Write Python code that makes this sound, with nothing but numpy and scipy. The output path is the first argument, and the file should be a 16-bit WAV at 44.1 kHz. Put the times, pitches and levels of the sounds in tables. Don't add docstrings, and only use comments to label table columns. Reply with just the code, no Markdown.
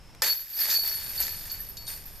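import sys
import numpy as np
from scipy import signal
from scipy.fft import rfft, irfft
from scipy.io import wavfile

SR = 44100
rng = np.random.default_rng(int(sys.argv[2]) if len(sys.argv) > 2 else 0)


def master(y):
    cut = np.clip(np.atleast_2d(y).T, -1, 1)
    pcm = np.round(cut * 32767)
    wavfile.write(sys.argv[1], SR, pcm.astype(np.int16))


N = 97020
T = np.arange(N) / SR


# t/s, level/dB
CLATTER_LEVEL = [(.222, -27.5), (.27, -27), (.367, -43.5), (.48, -46.5), (.54, -46.5), (.609, -30.5),
                 (.691, -31), (.703, -29.5), (.747, -31.5), (.795, -41), (.857, -34.5), (.989, -39.5),
                 (1.165, -39.5), (1.205, -33), (1.379, -43), (1.517, -42), (1.571, -46.5), (1.75, -53.5),
                 (1.872, -52), (1.879, -39.5), (1.94, -41), (2.005, -50), (2.2, -52.5)]
# f/Hz, level/dB
CLICK_SPECTRUM = [(100, -55), (280, -10), (520, -8), (880, -5), (1200, -9), (1750, 3.5), (2200, -1.5),
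                  (2650, -1), (3150, -4.5), (3650, -2), (4200, 0), (5000, 4.5), (5800, -4.5), (6900, 0.5),
                  (8000, -5), (10700, -3.5), (14000, 3)]

def clatter(count=32, clicks_per_s=1200, t60=0.022):
    out = np.zeros(N)
    for _ in range(count):
        click = noise(CLICK_SPECTRUM, size=2048) * decay(T[:2048], t60)
        out += signal.oaconvolve(contacts(clicks_per_s / count, spread_db=3), click)[:N]
    return unit(out) * level(CLATTER_LEVEL)


# centre f/Hz, scatter/Hz, relative level/dB, T60/s
LINK_MODES = [(11950, 125, -4.5, 0.16), (11710, 84.7, -8, 0.2), (12520, 230, -6.5, 0.1),
              (13400, 490, -23, 0.055), (5230, 470, -17, 0.12), (4513, 50.5, -13.5, 0.15)]
# t/s, level/dB
JINGLE_LEVEL = [(.222, -29.5), (.28, -26.5), (.36, -32.5), (.47, -45.5), (.54, -35.5), (.61, -23),
                (.67, -30.5), (.72, -24), (.82, -32), (.88, -26.5), (.99, -39), (1.16, -38), (1.22, -32),
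                (1.38, -42.5), (1.49, -43), (1.6, -41.5), (1.74, -51.5), (1.86, -55), (1.885, -37),
                (1.96, -41.5), (2.02, -51), (2.2, -50)]
# t/s, level/dB
FINE_RING_LEVEL = [(.54, -52), (.7, -45.5), (1.22, -48), (1.83, -65), (1.9, -42), (2.03, -59.5)]

def jingle():
    shaken = sum(amp(db) * links(hz, scatter_hz, t60) for hz, scatter_hz, db, t60 in LINK_MODES)
    fine_ring = links(centre_hz=9000, scatter_hz=119, t60=0.13)
    return shaken * level(JINGLE_LEVEL) + fine_ring * level(FINE_RING_LEVEL)


def links(centre_hz, scatter_hz, t60, count=20):
    offsets = 2 * (np.arange(count) + rng.random(count)) / count - 1
    pitches = centre_hz + np.sqrt(3) * scatter_hz * offsets
    return unit(sum(mode(contacts(per_s=24, spread_db=5), hz, t60).imag for hz in pitches))


# t/s, centre f/Hz, level/dB
CLINKS = [(0.606, 11800, -26), (0.948, 11950, -30.5), (1.203, 9000, -39), (1.516, 12080, -29.5),
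          (1.603, 11950, -32.5), (1.688, 11950, -35), (1.878, 9150, -39.5), (2.056, 12270, -38.5)]

def clinks(count=10, spread=0.045, smear_s=0.0027, t60=0.12):
    out = np.zeros(N)
    for s, centre_hz, db in CLINKS:
        place, delay, phase = rng.random((3, count, 1))
        offsets = 2 * (np.arange(count)[:, None] + place) / count - 1
        hz = centre_hz * (1 + spread * offsets)
        t = T[:SR // 2] - smear_s * delay
        partials = np.sin(2 * np.pi * (hz * t + phase)) * decay(t, t60) * (t > 0)
        add(out, s, amp(db) * np.sqrt(2 / count) * partials.sum(0))
    return out


# t/s, level/dB, T60/s
CLASHES = [(.2205, -18, 0.029), (.701, -26.5, 0.33), (1.222, -28, 0.093), (1.267, -30, 0.037),
           (1.503, -37, 0.051), (1.7705, -34, 0.057), (1.868, -37, 0.075)]
# f/Hz, level/dB
CLASH_SPECTRUM = [(300, -85), (2800, -6), (3700, -3.5), (4500, 15.5), (5500, 6.5), (6200, 6), (7100, 6),
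                  (8000, -8), (11000, -2), (14000, 4)]

def clashes():
    return blows(CLASHES, CLASH_SPECTRUM)


LOW_RING, MID_RING, HIGH_RING, SMALL_RING = 4448, 4480.5, 4518, 4593
# t/s, f/Hz, level/dB, overtone level/dB, T60/s, time until damped/s
RING_BLOWS = [(.222, SMALL_RING, -52, -45, .9, 0.085), (0.241, MID_RING, -31.5, -52, 0.42, 0.096),
              (0.278, LOW_RING, -28, -45, 0.99, 0.057), (0.299, LOW_RING, -30.5, -47, 0.83, 0.034),
              (0.347, LOW_RING, -43.5, -41, 0.66, 0.093), (0.602, LOW_RING, -51, -38, 0.54, .1),
              (0.609, MID_RING, -31, -47, 0.36, 0.069), (0.71, HIGH_RING, -36.5, -47, 0.67, 0.078),
              (0.715, LOW_RING, -32.5, -36, 0.99, 0.13), (0.749, MID_RING, -22, -57, 0.37, 0.46),
              (0.858, LOW_RING, -34, -43, 1, .32), (1.177, MID_RING, -32, -42, 0.5, 0.022),
              (1.202, LOW_RING, -34, -21, 0.14, 0.058), (1.209, MID_RING, -42.5, -53, 1, .28),
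              (1.291, LOW_RING, -42, -37, 0.61, 0.26), (1.498, MID_RING, -37, -64, 0.31, 0.17),
              (1.502, HIGH_RING, -39.5, -68, 0.16, .15), (1.769, LOW_RING, -43, -46, 0.68, 0.2),
              (1.875, MID_RING, -45, -64, 0.55, .3)]

def rings(overtone_ratio=2.7907, rise_s=0.00026, damp_s=0.0012):
    out = np.zeros((2, N))
    for s, hz, db, overtone_db, t60, free_s in RING_BLOWS:
        t = np.maximum(T - s, 0)
        envelope = (1 - np.exp(-t / rise_s)) * decay(t, t60)
        damping = np.exp(-np.maximum(t - free_s, 0) / damp_s)
        fundamental = amp(db) * np.sin(2 * np.pi * hz * T)
        overtone = amp(overtone_db) * np.sin(2 * np.pi * hz * overtone_ratio * T)
        chime = np.sqrt(2) * envelope * damping * (fundamental + overtone)
        out += stereo(chime, pan_db=2.5 if hz == LOW_RING else -4)
    return out


# t/s, level/dB, T60/s
KNOCKS = [(.149, -43.5, 0.015), (.2207, -20, 0.037), (.225, -31.5, 0.32), (.238, -27.5, 0.11),
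          (1.203, -37.5, 0.036), (1.281, -32.5, 0.016), (1.456, -43.5, 0.042)]
# f/Hz, level/dB
DISC_SPECTRUM = [(80, -35), (250, -23), (430, -3), (720, -3.5), (1100, -4), (1750, 4), (2500, -2),
                 (3800, -3), (7000, -2), (14000, -9)]

def knocks():
    return blows(KNOCKS, DISC_SPECTRUM)


# t/s, level/dB, T60/s
THUDS = [(.241, -35.5, 0.086), (.679, -45.5, 0.15), (.785, -39.5, 0.029), (.835, -39.5, 0.031),
         (.904, -48, 0.066), (1.2, -42, 0.092), (1.878, -53, 0.18)]
# f/Hz, relative level/dB
HOLLOW_NOTES = [(390, -9.5), (585, -3), (715, -5.5), (870, -1.5)]

def thuds(rise_s=0.0016):
    out, t = np.zeros(N), T[:SR // 2]
    for s, db, t60 in THUDS:
        body = sum(amp(note_db) * np.sin(2 * np.pi * (hz * t + rng.random()))
                   for hz, note_db in HOLLOW_NOTES)
        add(out, s, amp(db) * body * (1 - np.exp(-t / rise_s)) * decay(t, t60))
    return out


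# t/s, f/Hz, level/dB
WIRE_CLANKS = [(.221, 1790, -28.5), (.2215, 5230, -28), (.703, 3490, -39), (1.6, 1790, -47.5),
               (1.771, 3714, -47.5), (1.878, 3714, -40)]

def wires(t60=0.092):
    out, t = np.zeros(N), T[:SR // 2]
    for s, hz, db in WIRE_CLANKS:
        add(out, s, amp(db) * np.sqrt(2) * np.sin(2 * np.pi * hz * t) * decay(t, t60))
    return out


# f/Hz, relative level/dB, T60/s
FRAME_MODES = [(536, -5, 0.11), (875, -2.5, 0.069), (1771, -1, 0.15), (2490, 1.5, 0.22), (3490, 4.5, 0.41),
               (3715, 5, 0.05), (5230, 0, 0.1), (6660, 6, 0.1)]

def frame(drive, level_db=-52):
    ringing = sum(amp(db) * unit(mode(drive, hz, t60).real) for hz, db, t60 in FRAME_MODES)
    return amp(level_db) * unit(ringing)


# f/Hz, level/dB
SIDE_SPECTRUM = [(3400, -40), (4800, -5), (13000, -6.5)]

def scattered(x, t60=0.16, size=3072):
    paths = rng.standard_normal(size) * decay(T[:size], t60)
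    response = rfft(paths / np.linalg.norm(paths), N)
    share = amp(at_frequency(SIDE_SPECTRUM, np.fft.rfftfreq(N, 1 / SR)))
    side = irfft(rfft(x) * response * share, N)
    return stereo(x) + np.array([side, -side]) * (T > size / SR)


# f/Hz, T60/s
WOOD_T60 = [(200, 0.43), (2000, 0.11), (6000, 0.88), (14000, 0.7)]

def tree_echoes(x, echoes_per_s=1500, gap_s=0.006, gain_db=-29.5):
    arrivals = (rng.random((2, SR)) < echoes_per_s / SR) * (T[:SR] > gap_s)
    mid, side = rng.standard_normal((2, SR)) * arrivals
    hz, t, spectra = signal.stft(np.array([mid + .3 * side, mid - .3 * side]), SR, nperseg=256)
    tail = signal.istft(spectra * decay(t, at_frequency(WOOD_T60, hz)[:, None]), SR)[1]
    return amp(gain_db) * signal.fftconvolve(x, tail / np.linalg.norm(tail[0]), axes=1)[:, :N]


# f/Hz, level/dB
LEAF_INSECT_SPECTRUM = [(20, -50), (200, 2.5), (520, 0), (900, -1), (1500, -5.5), (2600, -6), (4500, -12),
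                        (5350, 1), (5900, -13), (14000, -18.5)]
# f/Hz, level/dB
WIND_SPECTRUM = [(8, -4.5), (30, -1), (45, -5.5), (75, -10), (120, -12), (180, -18.5), (1000, -69)]
# t/s, relative level/dB
BACKGROUND_LEVEL = [(0, 0.5), (.22, 2), (.26, -8), (.52, -12.5), (.7, -7), (1.1, 2.5), (2.2, 1.5)]

def background():
    leaves_and_insects = amp(-57) * wide_noise(LEAF_INSECT_SPECTRUM, width=0.33)
    wind = amp(-49.5) * wide_noise(WIND_SPECTRUM, width=0.39)
    return level(BACKGROUND_LEVEL) * (leaves_and_insects + wind)


def blows(table, spectrum):
    out = np.zeros(N)
    for s, db, t60 in table:
        burst = noise(spectrum, size=8192)
        add(out, s, amp(db) * burst * decay(T[:len(burst)], t60))
    return out


def contacts(per_s, spread_db):
    struck = rng.random(N) < per_s / SR
    hardness = np.minimum(rng.exponential(1, N), 3)
    return struck * amp(spread_db * hardness) * rng.choice([-1, 1], N)


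def mode(drive, hz, t60):
    pole = decay(1 / SR, t60) * np.exp(2j * np.pi * hz / SR)
    return signal.lfilter([1], [1, -pole], drive + 1e-18)


def stereo(x, pan_db=0, delay_s=1e-5):
    half = np.exp(-1j * np.pi * np.fft.rfftfreq(N, 1 / SR) * delay_s) * amp(pan_db / 2)
    return irfft(rfft(x) * np.array([half, 1 / half]), N)


def wide_noise(spectrum, width):
    mid, side = noise(spectrum, size=N), width * noise(spectrum, size=N)
    return unit(np.array([mid + side, mid - side]))


def noise(spectrum, size):
    gain = amp(at_frequency(spectrum, np.fft.rfftfreq(size, 1 / SR)))
    return unit(irfft(rfft(rng.standard_normal(size)) * gain, size))


def at_frequency(points, hz):
    f, value = np.transpose(points)
    return np.interp(np.log(hz + 1), np.log(f + 1), value)


def level(points):
    s, db = np.transpose(points)
    return amp(np.interp(T, s, db, left=-150))


def decay(t, t60):
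    return np.exp(-np.log(1000) * t / t60)


def amp(db):
    return 10 ** (np.asarray(db) / 20)


def unit(x):
    return x / np.sqrt(np.mean(x ** 2) + 1e-20)


def add(mix, s, sound):
    part = mix[round(s * SR):][:len(sound)]
    part += sound[:len(part)]


def scene():
    hits = clatter() + knocks() + clashes()
    basket = scattered(hits + frame(hits) + jingle() + clinks() + thuds() + wires())
    return basket + tree_echoes(basket) + rings() + background()


def record(dry, cutoff_hz=14200):
    lowpass = signal.firwin(511, cutoff_hz, window=("kaiser", 8), fs=SR)
    return signal.oaconvolve(dry, lowpass[None], "same", axes=1)


dry = scene()
out = record(dry)
master(out)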